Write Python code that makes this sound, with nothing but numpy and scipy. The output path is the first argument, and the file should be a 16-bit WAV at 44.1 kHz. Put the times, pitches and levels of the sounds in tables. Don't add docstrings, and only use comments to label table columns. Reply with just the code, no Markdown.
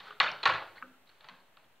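import sys
import numpy as np
from scipy import signal
from scipy.io import wavfile
from scipy.ndimage import uniform_filter1d

SR = 44100
rng = np.random.default_rng(int(sys.argv[2]) if len(sys.argv) > 2 else 0)


def file_out(sig):
    cols = np.atleast_2d(sig).T
    lim = np.clip(cols, -1, 1)
    pcm = np.round(lim * 32767).astype(np.int16)
    wavfile.write(sys.argv[1], SR, pcm)


def magnitude_from_level(level_db):
    exponent = np.asarray(level_db, float) / 20
    return 10 ** exponent


N = 79380

# frequency in Hz, level in dB.
SCRAPE_COLOUR = [(300, -5), (800, 5), (1400, 4.5), (2500, -1), (4200, -0.5), (7000, -15.5), (14000, -14.5)]
# frequency in Hz, gain in dB.
MIC_RESPONSE = [(40, -15), (200, -1.5), (1000, 1), (4400, 2.5), (5000, -6.5), (6500, -8), (9000, -13),
                (16000, -23)]
EDGE_HZ, EDGE_OCTAVES = 4480, 0.88


def read(points, hz):
    f, value = np.transpose(points)
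    return np.interp(np.log(hz + 1), np.log(f + 1), value)


def evened(x):
    return x / np.sqrt(np.mean(x ** 2) + 1e-20)


def smoothed(x, size, axis=-1):
    return uniform_filter1d(uniform_filter1d(x, size=size, axis=axis), size=size, axis=axis)


def add(mix, s, sound):
    part = mix[max(round(s * SR), 0):][:len(sound)]
    part += sound[:len(part)]


def colour(x, gain_db):
    half = np.log(magnitude_from_level(gain_db(np.fft.rfftfreq(4096, 1 / SR))))
    full = np.r_[half, half[-2:0:-1]]
    response = np.fft.ifft(np.exp(np.conj(signal.hilbert(full)))).real[:2048]
    return signal.oaconvolve(x, response)[:len(x)]


def hump(hz, mid_hz, octaves):
    return np.exp(-(np.log2((hz + 1) / mid_hz) / octaves) ** 2)


def ring(modes, seconds, wobble):
    detune = 0.022
    t = np.arange(round(seconds * SR))[:, None] / SR
    hz, db, t60 = np.transpose(modes)
    phase = 2 * np.pi * (hz * (1 + detune * wobble) * t + 7 * wobble)
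    return (magnitude_from_level(db - 60 * t / t60) * np.sin(phase)).sum(1)


def snap():
    fade_s = 0.00043
    return np.diff(rng.uniform(-1, 1, 200)) * np.exp(-np.arange(199) / SR / fade_s) / 2


def puff(sound, shape):
    air_db = -39.5
    click = np.eye(1, 2048)[0]
    pulse = colour(click, lambda hz: 20 * np.log10(shape(hz) + magnitude_from_level(air_db)))
    return pulse * np.linalg.norm(sound) / np.linalg.norm(pulse)


def drift():
    # time in seconds, gain in dB.
    settling = [(0, 4), (.3, 5.5), (.7, 6.5), (1.0, 2.5), (1.8, 1)]
    return magnitude_from_level(np.interp(np.arange(N) / SR, *np.transpose(settling)))


def room_tone():
    # frequency in Hz, level in dB.
    murmur = [(30, -6.5), (60, 0.5), (100, 2.5), (250, -3.5), (600, -2), (1500, -6.5), (3000, -10),
              (5000, -23.5)]
    # frequency in Hz, level in dB.
    difference = [(30, -27.5), (100, -9.5), (350, -13), (900, -6), (3700, -11), (6000, -21), (9000, -45.5)]
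    tone = colour(rng.standard_normal(N), lambda hz: read(murmur, hz))
    apart = colour(rng.standard_normal(N), lambda hz: read(difference, hz) - read(MIC_RESPONSE, hz))
    return drift() * magnitude_from_level(-70.5) * evened(tone), drift() * magnitude_from_level(-75.5) * evened(apart)


def contact(level_db, case_hz, edge_db, length):
    # pitch as a ratio to the case pitch, level in dB, t60 in seconds.
    case_modes = [(0.401, -12, 0.017), (0.619, -14.5, .025), (.87, -9.5, 0.033), (1.03, -0.5, 0.011),
                  (1.192, -0.5, 0.01), (1.498, -2, 0.0099)]
    # frequency in Hz, level in dB, t60 in seconds.
    edge_modes = [(1920, -4, .015), (2170, -3, 0.016), (2500, -1, 0.025), (2945, -1, 0.018),
                  (3310, -4.5, 0.029), (3590, -4.5, 0.023), (3957, 6.5, 0.0073), (4374, 1, 0.014),
                  (5200, -5, 0.0045), (6800, -6, 0.0045), (8190, -20, 0.0016), (12500, -19, .003)]
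    impacts_per_s, case_rise_s, case_lag_s = 3000, 0.0026, 0.0033
    t = np.arange(900) / SR
    impacts = rng.uniform(-1, 1, 900) * (rng.random(900) < impacts_per_s / SR)
    impacts *= np.exp(-(t / length) ** 2)
    impacts[0] = 1.5
    edge = np.convolve(impacts, ring(edge_modes, .03, rng.uniform(-1, 1, len(edge_modes))))
    tuned = [(ratio * case_hz, db, t60) for ratio, db, t60 in case_modes]
    case = np.convolve(impacts, ring(tuned, .06, rng.uniform(-1, 1, len(tuned))))
    case *= 1 - np.exp(-np.arange(len(case)) / SR / case_rise_s)

    out = np.zeros(SR // 8)
    add(out, 0, magnitude_from_level(edge_db) * edge / abs(edge).max())
    add(out, 0, magnitude_from_level(edge_db - 18.5) * snap())
    lag = case_lag_s * magnitude_from_level(0.58 * (level_db + 9))
    add(out, lag, case / abs(case).max())

    def broad(hz):
        rim = magnitude_from_level(edge_db - 13.5) * hump(hz, EDGE_HZ, EDGE_OCTAVES)
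        deep = magnitude_from_level(-13) * hump(hz, 450, .6)
        return hump(hz, case_hz, 0.99) + rim + deep

    room_db = level_db + .08 * (level_db + 14)
    return magnitude_from_level(level_db) * out, magnitude_from_level(room_db) * puff(out, broad)


def thump(s, level_db, centre_hz, octaves):
    # frequency in Hz, level in dB, t60 in seconds.
    table_modes = [(84, 5, 1.0), (107.8, 8, 0.6), (136.2, 4.5, 0.55), (159.8, -1, 0.53), (190, 0, 0.53),
                   (256.3, 1, .5), (270, -6, .3), (350, -3, .3), (641, -8, .2), (310, -1, 0.22),
                   (422, -7.5, 0.41), (528, 2.5, 0.093)]
    swell_s = .008
    modes = [(f, db - 9 * (np.log2(f / centre_hz) / octaves) ** 2, t60) for f, db, t60 in table_modes]
    sound = ring(modes, .9, np.full(len(modes), s * 1e-3))
    return magnitude_from_level(level_db) * sound * (1 - np.exp(-np.arange(len(sound)) / SR / swell_s))


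def slide(length, level_db, tilt_db):
    grains_per_s, spread_db = 5400, 5.5
    count = round(length * SR)
    u = np.arange(count) / (length * SR)
    a, b = rng.random((2, count))
    strength = magnitude_from_level(-spread_db * np.log(abs(2 * b - 1) + 1 / 30))
    grit = (a < grains_per_s / SR) * np.sign(b - .5) * strength
    rough = colour(grit, lambda hz: read(SCRAPE_COLOUR, hz) + tilt_db * np.log2((hz + 50) / 1500))
    return magnitude_from_level(level_db) * np.sin(np.pi * u ** 0.51) ** 0.66 * evened(rough)


def tap(level_db, pitch_hz, t60, snap_db):
    split_hz, rise_s = 110, 0.0011
    pair = [(pitch_hz - split_hz, 0, 1.2 * t60), (pitch_hz + split_hz, 0, t60)]
    out = ring(pair, 0.074, np.zeros(2))
    out = out * (1 - np.exp(-(np.arange(len(out)) / SR / rise_s) ** 2))
    out = out / abs(out).max()
    add(out, 0, magnitude_from_level(snap_db + 12) * uniform_filter1d(snap(), size=5))

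    def narrow(hz):
        return hump(hz, pitch_hz, .25) + magnitude_from_level(snap_db - 11.5) * hump(hz, EDGE_HZ, EDGE_OCTAVES)

    return magnitude_from_level(level_db) * out, magnitude_from_level(level_db - 11) * puff(out, narrow)


def room():
    # frequency in Hz, t60 in seconds.
    decay = [(100, 1), (260, 0.76), (700, 0.54), (1840, 0.42), (4850, 0.47), (10000, 0.23)]
    spread_db, lump_db, start_s, build_s = 3, 2.5, 0.0015, 0.00062
    echoes, slots = np.zeros(SR), np.arange(0, SR - 20, 20)
    a, b, c = rng.random((3, len(slots)))
    echoes[slots + (a * 20).astype(int)] = np.sign(b - .5) * magnitude_from_level(-spread_db * np.log(c + 1 / 20))
    hz, t, z = signal.stft(echoes, SR, nperseg=256)
    lumps = uniform_filter1d(rng.standard_normal(z.shape), size=3, axis=0)
    lumps = evened(uniform_filter1d(lumps, size=4, axis=1))
    fade_db = lump_db * lumps - 60 * t / read(decay, hz)[:, None]
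    tail = signal.istft(z * magnitude_from_level(fade_db), SR, nperseg=256)[1][:SR]
    age = np.maximum(np.arange(SR) / SR - start_s, 0)
    tail = tail * (1 - np.exp(-age / build_s))
    return tail / np.linalg.norm(tail)


def scene():
    # start in seconds, level in dB, case pitch in Hz,
    # edge tick against the case in dB, rattle length in seconds.
    clacks = [(.002, -41.5, 1204, -0.5, 0.0069), (0.2014, -12.5, 1300, 3, .002),
              (0.4304, -31, 1300, 3, .003), (0.4346, -28, 1040, 2, 0.004),
              (0.4552, -13, 1303, -1.5, 0.0019), (0.4587, -17.5, 1136, -2.5, 0.0033),
              (0.471, -20, 1210, -7.5, .006), (0.492, -27.5, 1110, -1.5, 0.004),
              (1.097, -62, 1000, 5, 0.006), (1.247, -49, 1290, -1, 0.0026), (1.2859, -42.5, 1182, 2, 0.003),
              (1.295, -46, 1100, 0, 0.003), (.4642, -21, 1140, -3.5, .002), (0.495, -25.5, 1154, 0, .003),
              (0.2292, -24, 1305, -4.5, .003), (.239, -25, 1200, -4.5, .003), (0.522, -30, 1100, -5, .003),
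              (.536, -31, 1094, -3.5, .003), (.548, -31.5, 1080, -4, .003), (0.5808, -38, 1030, -6, .003),
              (1.244, -47, 1200, -2, .001), (1.2075, -53, 1420, 0.5, .002), (1.092, -58, 1000, 6, .002),
              (.2028, -28, 1500, 10, .001), (1.2878, -46, 1200, 2, .001), (1.0715, -64, 1200, 4, .002),
              (1.114, -62, 1300, 0, .003), (1.5705, -53, 1500, 2, .001)]
    # start in seconds, level in dB, favoured pitch in Hz,
    # spread in octaves.
    blows = [(.002, -64, 190, 0.52), (.09, -43, 450, 0.2), (0.099, -98, 166, 0.4), (0.199, -54, 190, 0.7),
             (0.288, -63, 151, 0.41), (0.453, -48.5, 139, 0.86), (.455, -52, 300, .3),
             (0.823, -54, 260, 0.4), (.834, -49.5, 528, 0.25), (1.218, -73.5, 150, 0.5),
             (1.285, -60, 210, 0.4)]
    # start in seconds, length in seconds, level in dB,
    # treble tilt in dB per octave.
    strokes = [
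        (0.025, .13, -56, -1),
        (0.755, 0.04, -58.5, -2),
        (1.054, 0.2, -71, 5),
        (1.195, 0.22, -64.5, -1.5),
        (1.563, 0.094, -67.5, -4),
        (0.455, .08, -52, 8),
        (.055, .045, -60, 4),
    ]
    # start in seconds, level in dB, pitch in Hz, t60 in seconds,
    # snap against the ring in dB.
    light_taps = [(.0675, -44, 1400, 0.047, -6), (.080, -44.5, 1390, 0.035, 1),
                  (.1065, -39, 1337, 0.031, -27), (.125, -44.5, 1355, 0.023, -35),
                  (0.259, -47, 7000, 0.0038, 0.5), (0.316, -31, 5350, 0.0036, -0.5),
                  (0.498, -41, 7500, 0.002, 8), (.757, -58, 1630, .05, -18), (.768, -48, 1615, .04, -9),
                  (0.7793, -45, 1990, 0.03, -10), (.818, -44.5, 1305, 0.0095, -14),
                  (.8246, -30.5, 1400, 0.014, -30), (0.8246, -45, 2500, 0.011, -15),
                  (0.8305, -44, 1350, 0.06, -32), (.278, -31, 2570, 0.078, -18),
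                  (.107, -45, 2970, .008, -0.5), (1.4, -65, 4420, 0.02, -8),
                  (1.074, -60.5, 3980, .02, -4.5), (1.2077, -57, 1415, 0.009, -5),
                  (1.2076, -54.5, 3720, .012, -5), (1.571, -52.5, 1276, 0.023, 0.5),
                  (1.571, -56, 2900, .006, 0), (1.643, -64, 3390, .015, 3), (1.757, -67, 3800, .008, 0),
                  (.757, -58, 4310, 0.041, -12), (.773, -56, 4200, 0.036, -12),
                  (0.786, -60, 4500, .03, -12), (.1998, -37, 1800, 0.005, -25),
                  (.4345, -46, 6840, .002, 10), (1.2865, -51, 5960, .005, 0)]

    tone, apart = room_tone()
    near, sent, table = np.zeros((3, N))
    for source, rows in ((contact, clacks), (tap, light_taps)):
        for s, *settings in rows:
            direct, spread = source(*settings)
            add(near, s, direct)
            add(sent, s, spread)
    for s, *settings in strokes:
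        scrape = slide(*settings)
        add(near, s, scrape)
        add(sent, s, scrape)
    for row in blows:
        add(table, row[0], thump(*row))

    near = colour(near, lambda hz: -40 / (1 + (hz / 300 * 2) ** 3))
    sent = colour(sent, lambda hz: -12 / (1 + (5200 / (hz + 1)) ** 8))
    table *= magnitude_from_level(2.5 * evened(smoothed(rng.random(N) - .5, 900)))

    spot = np.searchsorted([.42, .47, .7], np.arange(N) / SR)
    wet = sum(signal.fftconvolve(sent * (spot == k), room())[:N] for k in range(4))
    old = colour(room()[2000:], lambda hz: read(SCRAPE_COLOUR, hz))
    add(table, 0, magnitude_from_level(-58.5) * old / old[:2000].std())

    side = apart + magnitude_from_level(-60.5) * signal.fftconvolve(sent, room())[:N]
    mid = near + magnitude_from_level(-2.5) * wet + table + tone
    return np.array([mid + side, mid - side])


def top_cut(x):
    return signal.sosfilt(signal.butter(12, 16160, fs=SR, output="sos"), x)


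def record(dry):
    # frequency in Hz, width in Hz, depth in dB.
    port_dips = [(10010, 290, -19), (14750, 600, -1.5)]
    top_hz, limit, offset = 15780, 1.2, -0.00046

    def hiss_colour(hz):
        return -10 / (1 + (hz / 4200) ** 4)

    def dips(hz):
        depth = sum(d * np.exp(-((hz - f) / w) ** 2) for f, w, d in port_dips)
        return depth - 60 * (hz > top_hz)

    noise = rng.standard_normal((3, N))
    heard = []
    for channel, own in zip(dry, noise[:2]):
        hiss = colour(own + 0.22 * noise[2], hiss_colour)
        voice = colour(channel, lambda hz: read(MIC_RESPONSE, hz))
        heard.append(colour(voice + drift() * magnitude_from_level(-75.5) * hiss, dips))
    return top_cut(limit * np.tanh(np.array(heard) / limit) + offset)


dry = scene()
out = record(dry)
file_out(out)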